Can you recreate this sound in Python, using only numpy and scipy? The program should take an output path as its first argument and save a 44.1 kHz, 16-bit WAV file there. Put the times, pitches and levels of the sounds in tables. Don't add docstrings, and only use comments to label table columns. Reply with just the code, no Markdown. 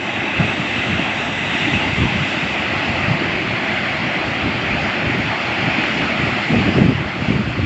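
import sys
import numpy as np
from scipy import signal
from scipy.fft import rfft, irfft, next_fast_len
from scipy.io import wavfile
from scipy.ndimage import uniform_filter1d, map_coordinates

SR = 44100
rng = np.random.default_rng(int(sys.argv[2]) if len(sys.argv) > 2 else 0)


def gain_from_db(level_db):
    decades = np.asarray(level_db, float) / 20
    return 10 ** decades


def unload_wav(signal):
    wavfile.write(
        sys.argv[1],
        SR,
        np.round(np.clip(np.atleast_2d(signal).T, -1, 1) * 32767).astype(np.int16),
    )


N = 337541


def unit(x):
    return x / np.sqrt(np.mean(x ** 2) + 1e-20)


def steady(x, span):
    power = uniform_filter1d(x ** 2, int(span * SR))
    return unit(x / np.sqrt(np.abs(power) + .05))


def curve(rows):
    seconds, values = np.transpose(rows)
    return np.interp(np.arange(N) / SR, seconds, values)


def wobble(rate):
    knots = rng.standard_normal(1000)
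    return map_coordinates(knots, [np.arange(N) * min(rate, 100) / SR])


def coloured(x, spectrum):
    size = next_fast_len(N + 8192)
    hz, db = np.transpose(spectrum)
    bins_hz = np.fft.rfftfreq(size, 1 / SR) + 1
    gain_db = np.interp(np.log(bins_hz), np.log(hz), db, left=-120)
    return unit(irfft(rfft(x, size) * gain_from_db(gain_db), size)[:N])


def air():
    # (time [s], level [dB])
    breeze_points = [(0, -34.5), (.3, -38.5), (.7, -33.5), (1.35, -33.5), (1.6, -37.5), (1.75, -30),
                     (2.25, -35), (2.35, -40), (2.55, -31.5), (2.8, -34.5), (3.5, -34.5), (4.1, -36.5),
                     (4.4, -32.5), (5.3, -33.5), (5.42, -36.5), (6, -32), (6.42, -38), (7.65, -23)]
    # (start [s], hold [s], strength [dB], brightness [dB])
    gusts = [(0.394, 0.052, -18, -4.5), (0.587, .02, -27.5, -0.5), (0.763, .03, -30.5, -4.5),
             (0.886, .14, -25.5, 2.5), (1.058, 0.25, -36.5, 4), (1.726, 0.035, -22.5, 2.5),
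             (1.862, 0.036, -24, -4), (1.972, .09, -19, -2.5), (2.132, .1, -25.5, -9),
             (2.43, .03, -31, 1.5), (2.859, .04, -30.5, 6), (2.988, .06, -26, -1), (3.085, .07, -20, -7),
             (4.206, .1, -29, 0.5), (4.444, .05, -27, 6), (4.545, .23, -29, -0.5), (4.815, 0.082, -28, 5.5),
             (5.052, 0.031, -18.5, -2), (5.145, .06, -27.5, 5.5), (5.991, .04, -27.5, -1.5),
             (5.656, .08, -28.5, -3), (6.198, .13, -26.5, -4.5), (6.505, .2, -20, 4), (6.756, .17, -16, 3),
             (6.977, .04, -20, -5), (7.061, .03, -23.5, -2), (7.192, 0.056, -22.5, -3.5),
             (7.284, .13, -20, 0), (7.465, .04, -14.5, -3.5), (7.574, .08, -15.5, -1)]
    rise_db_s, fall_db_s = 900, 500
    t = np.arange(N) / SR
    breeze_db = curve(breeze_points)
    bright_breeze_db = -26.5 + 0.24 * (breeze_db - breeze_db.mean())
    low_power = gain_from_db(breeze_db + 3.5 * wobble(14)) ** 2
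    high_power = gain_from_db(bright_breeze_db + 1.4 * wobble(15)) ** 2
    for start, hold, strength_db, bright_db in gusts:
        rise_db = rise_db_s * np.maximum(start - t, 0)
        fall_db = fall_db_s * np.maximum(t - start - hold, 0)
        gust_db = strength_db - rise_db - fall_db
        low_power = low_power + gain_from_db(2 * gust_db)
        high_power = high_power + gain_from_db(2 * (gust_db + bright_db))
    return np.sqrt(low_power), np.sqrt(high_power)


def buffet(low_gain, high_gain):
    # (frequency [Hz], level [dB])
    rumble_colour = [(10, -10.5), (30, -6), (50, -5), (80, 4.5), (110, 7), (160, 5.5), (240, -4.5),
                     (350, -49)]
    flutter_colour = [(130, -44.5), (200, 4), (330, -0.5), (450, -8.5), (700, -19), (1100, -54.5)]
    rumble = steady(coloured(rng.standard_normal(N), rumble_colour), 0.051)
    flutter = steady(coloured(rng.standard_normal(N), flutter_colour), 0.025)
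    lumps = gain_from_db(1.5 * wobble(25) - 2)
    return lumps * (low_gain * rumble + gain_from_db(-3.5) * high_gain * flutter)


def eddies(rows):
    out = np.zeros(N)
    reach = SR // 10
    t = np.arange(-reach, reach) / SR
    phases = rng.uniform(-1.5, 1, len(rows))
    for (s, db, hz, cycles), phase in zip(rows, phases):
        swell = np.exp(-(t * hz / cycles) ** 2)
        push = gain_from_db(db - 3) * swell * np.cos(2 * np.pi * hz * t + phase)
        at = round(s * SR) + np.arange(len(t)) - reach
        inside = (at >= 0) & (at < N)
        out[at[inside]] += push[inside]
    return out


def small_eddies(gain):
    count = 70
    when, weakness, pitch, life = rng.uniform(0, 1, (count, 4)).T
    wind_db = 20 * np.log10(gain)
    gust_db = wind_db[(when * N).astype(int)] - wind_db.mean()
    db = -20 + 0.4 * gust_db - 6 * weakness
    hz = 222 * 2 ** (1.6 * pitch - .8)
    cycles = 0.9 * 2 ** (1.5 * life - .6)
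    return list(zip(when * N / SR, db, hz, cycles))


def port(wind):
    bent = wind + 0.46 * wind ** 2
    bass_cut = [(10, -31.5), (25, -20), (40, -14.5), (60, -4.5), (90, -2), (20000, -2)]
    return coloured(bent, bass_cut) * bent.std()


def gusty_wind():
    # (time [s], peak [dB], pitch [Hz], half length [cycles])
    light_eddies = [(.243, -11, 304, 0.82), (.411, -12.5, 124, .61), (.443, -18.5, 150.5, 0.56),
                    (.6, -12, 163, .96), (.936, -12.5, 181, 1.46), (.976, -20.5, 164.5, 1.6),
                    (.997, -8.5, 282, .88), (1.552, -11, 229, 0.56), (1.682, -14.5, 301, 3.3),
                    (1.738, -8.5, 192, .66), (1.877, -15, 279, 2.2), (1.933, -12, 135.7, 0.56),
                    (2.001, -15.5, 211, .8), (2.024, -9, 153, 0.9), (2.127, -14.5, 169.4, 1.1),
                    (2.161, -12, 178, 0.97), (2.216, -12.5, 137, 1.4), (2.738, -13.5, 328, 1.3),
                    (3.001, -13, 181, .6), (3.11, -12, 152.5, 2.6), (4.462, -9.5, 275, 0.99),
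                    (4.75, -14, 275, 1.4), (5.048, -13.5, 201, .88), (5.062, -17, 199, 0.46),
                    (5.1, -10.5, 300, 0.97), (5.149, -12, 362, 1), (5.179, -15.5, 191, 1.35),
                    (5.682, -14.5, 247, .95), (5.786, -10, 235, 1), (6.2, -11.5, 300, 0.7)]
    # (time [s], peak [dB], pitch [Hz], half length [cycles])
    squall_eddies = [(6.51, -19, 105.3, 1.1), (6.521, -9.5, 240, .9), (6.546, -15, 498, 2),
                     (6.55, -9.5, 236, 5), (6.584, -6, 209, .48), (6.617, -13, 168, .51),
                     (6.665, -6.5, 255, .95), (6.694, -7, 167.4, .79), (6.702, -16.5, 326, 2.9),
                     (6.726, -13, 233, 1.1), (6.767, -13, 177.4, 2.3), (6.784, -12.5, 604, 1.8),
                     (6.786, -3, 370, 1.1), (6.82, 0.5, 202, .8), (6.856, -6, 166, 1.26),
                     (6.893, -11.5, 124, 1.5), (6.896, -6.5, 265.5, 2.6), (6.903, -19, 469, 1.5),
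                     (6.926, -6, 231, .51), (6.956, -7, 136, .7), (7.208, -14.5, 115.6, .67),
                     (7.224, -6, 190, .59), (7.287, -3.5, 192, .63), (7.306, 1, 208, .55),
                     (7.367, -4.5, 194, .98), (7.402, -7, 206, 3), (7.477, -8, 118, 2.2),
                     (7.592, -11.5, 538, 1.7), (7.589, -9, 323, .85), (7.6, -14.5, 90, 1.1)]
    low, high = air()
    thumps = eddies(light_eddies) + eddies(squall_eddies) + eddies(small_eddies(high))
    return port(buffet(low, high) + thumps)


def churn(patchy_db, drift_db):
    z = signal.stft(rng.standard_normal(N), nperseg=512)[2]
    chance = rng.standard_normal((2,) + z.shape)
    patches = uniform_filter1d(uniform_filter1d(chance[0], size=4, axis=0), size=8, axis=1)
    drifts = uniform_filter1d(uniform_filter1d(chance[1], size=3, axis=0), size=60, axis=1)
    gain = gain_from_db(patchy_db * unit(patches) + drift_db * unit(drifts))
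    return signal.istft(z * gain, nperseg=512)[1][:N]


def deep_roar(near, surge_db):
    # (frequency [Hz], level [dB])
    roar_colour = [(41, -34.5), (70, -23.5), (124, -6), (199, -4), (231, -5.5), (343, -4), (444, -14),
                   (624, -3.5), (864, -4), (1000, -9.5), (1090, -7), (1640, -5.5), (1800, -8), (2340, -25),
                   (3960, -120)]
    level_db = -25.5 + 0.56 * surge_db + 2 * near
    return gain_from_db(level_db) * coloured(churn(patchy_db=1.6, drift_db=0.85), roar_colour)


def fizz_level(near, surge_db):
    far_db, near_db, grows_db_s, follows = -14.5, -19, 0.35, 0.57
    shade_db, shade_ends_s, shade_fade_s = -1.5, 0.37, .05
    t = np.arange(N) / SR
    facing_db = far_db + (near_db - far_db) * near
    hand_db = shade_db / 2 * (1 - np.tanh((t - shade_ends_s) / shade_fade_s))
    return facing_db + grows_db_s * t + (follows - 1) * surge_db + 0.63 * wobble(7) + hand_db


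def bright_spray(near, flow_db, surge_db):
    # (frequency [Hz], level [dB])
    far_colour = [(940, -36.5), (1600, -24), (1710, -11.5), (2030, 3), (2330, -3), (2600, 4), (2970, -4),
                  (3810, -10.5), (4280, -23), (4640, -21.5), (5160, -27), (5830, -22.5), (6360, -28.5),
                  (7380, -25.5), (8000, -33), (10400, -66.5), (17600, -120)]
    near_colour = [(940, -18.5), (1600, -13.5), (1950, 0), (2550, -0.5), (2990, -6.5), (3330, -9),
                   (3840, -17.5), (4190, -14), (4700, -16), (6240, -29.5), (6990, -27.5), (8000, -40),
                   (10400, -66.5), (17600, -120)]
    far_water = coloured(churn(patchy_db=1.26, drift_db=0.9), far_colour)
    near_water = coloured(churn(patchy_db=1.53, drift_db=0.66), near_colour)
    spray = np.sqrt(1 - near) * far_water + np.sqrt(near) * near_water
    body = signal.sosfiltfilt(signal.butter(4, 3800, fs=SR, output="sos"), spray)
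    fizz = gain_from_db(fizz_level(near, surge_db)) * steady(spray - body, 1.1)
    return gain_from_db(flow_db + 0.16 * wobble(7.5)) * (body + fizz)


def river():
    # (time [s], share [0-1])
    turn_points = [(0, 0.2), (.3, 0.1), (.55, 0.1), (1.5, 0.04), (2.22, 0.3), (2.36, 0.4), (3.2, 0.79),
                   (4, 0.86), (5, 0.93), (6.5, 0.8), (7.65, 0.82)]
    # (time [s], level [dB])
    flow_points = [(0, -27), (.08, -23.5), (.5, -21), (.66, -22.5), (.82, -20.5), (1.0, -20.5),
                   (1.34, -23.5), (1.62, -19.5), (1.8, -20), (1.9, -21), (3.4, -22), (5.3, -22), (5.8, -20),
                   (6.1, -21.5), (6.75, -22.5), (7.2, -22.5), (7.29, -19.5), (7.4, -23)]
    near = np.clip(curve(turn_points), 0, 1)
    flow_db = curve(flow_points)
    surge_db = flow_db - flow_db.mean()
    return bright_spray(near, flow_db, surge_db) + deep_roar(near, surge_db)


def scene():
    return (gusty_wind() + river())[None]


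def duck(x):
    at_s, depth_db, fall_s, sink_db_s = 6.78, -3.5, 0.065, -1
    after = np.maximum(np.arange(N) / SR - at_s, 0)
    return x * gain_from_db(depth_db * (1 - np.exp(-after / fall_s)) + sink_db_s * after)


def roll_off(x):
    return signal.sosfilt(signal.butter(12, 15900, fs=SR, output="sos"), x)


def record(dry):
    # (frequency [Hz], level [dB])
    band_limit = [(10, 3.5), (7900, -3.5), (8200, -9), (8450, -25), (8650, -55.5), (8800, -69.5),
                  (22000, -73)]
    # (time [s], level [dB])
    ticks = [
        (.0005, -40),
        (.018, -57),
        (.0255, -48),
        (.031, -59),
        (.036, -61),
        (.058, -59),
        (.087, -60),
        (5.1849, -26),
        (7.6535, -45),
    ]
    ceiling = .87
    ducked = duck(dry[0])
    ducked = ducked / (1 + np.abs(ducked / ceiling) ** 6) ** (1 / 6)
    wet = coloured(ducked, band_limit)[None] * ducked.std()
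    for s, db in ticks:
        wet[:, min(round(s * SR), N - 1)] += gain_from_db(db)
    return roll_off(wet)


dry = scene()
out = record(dry)
unload_wav(out)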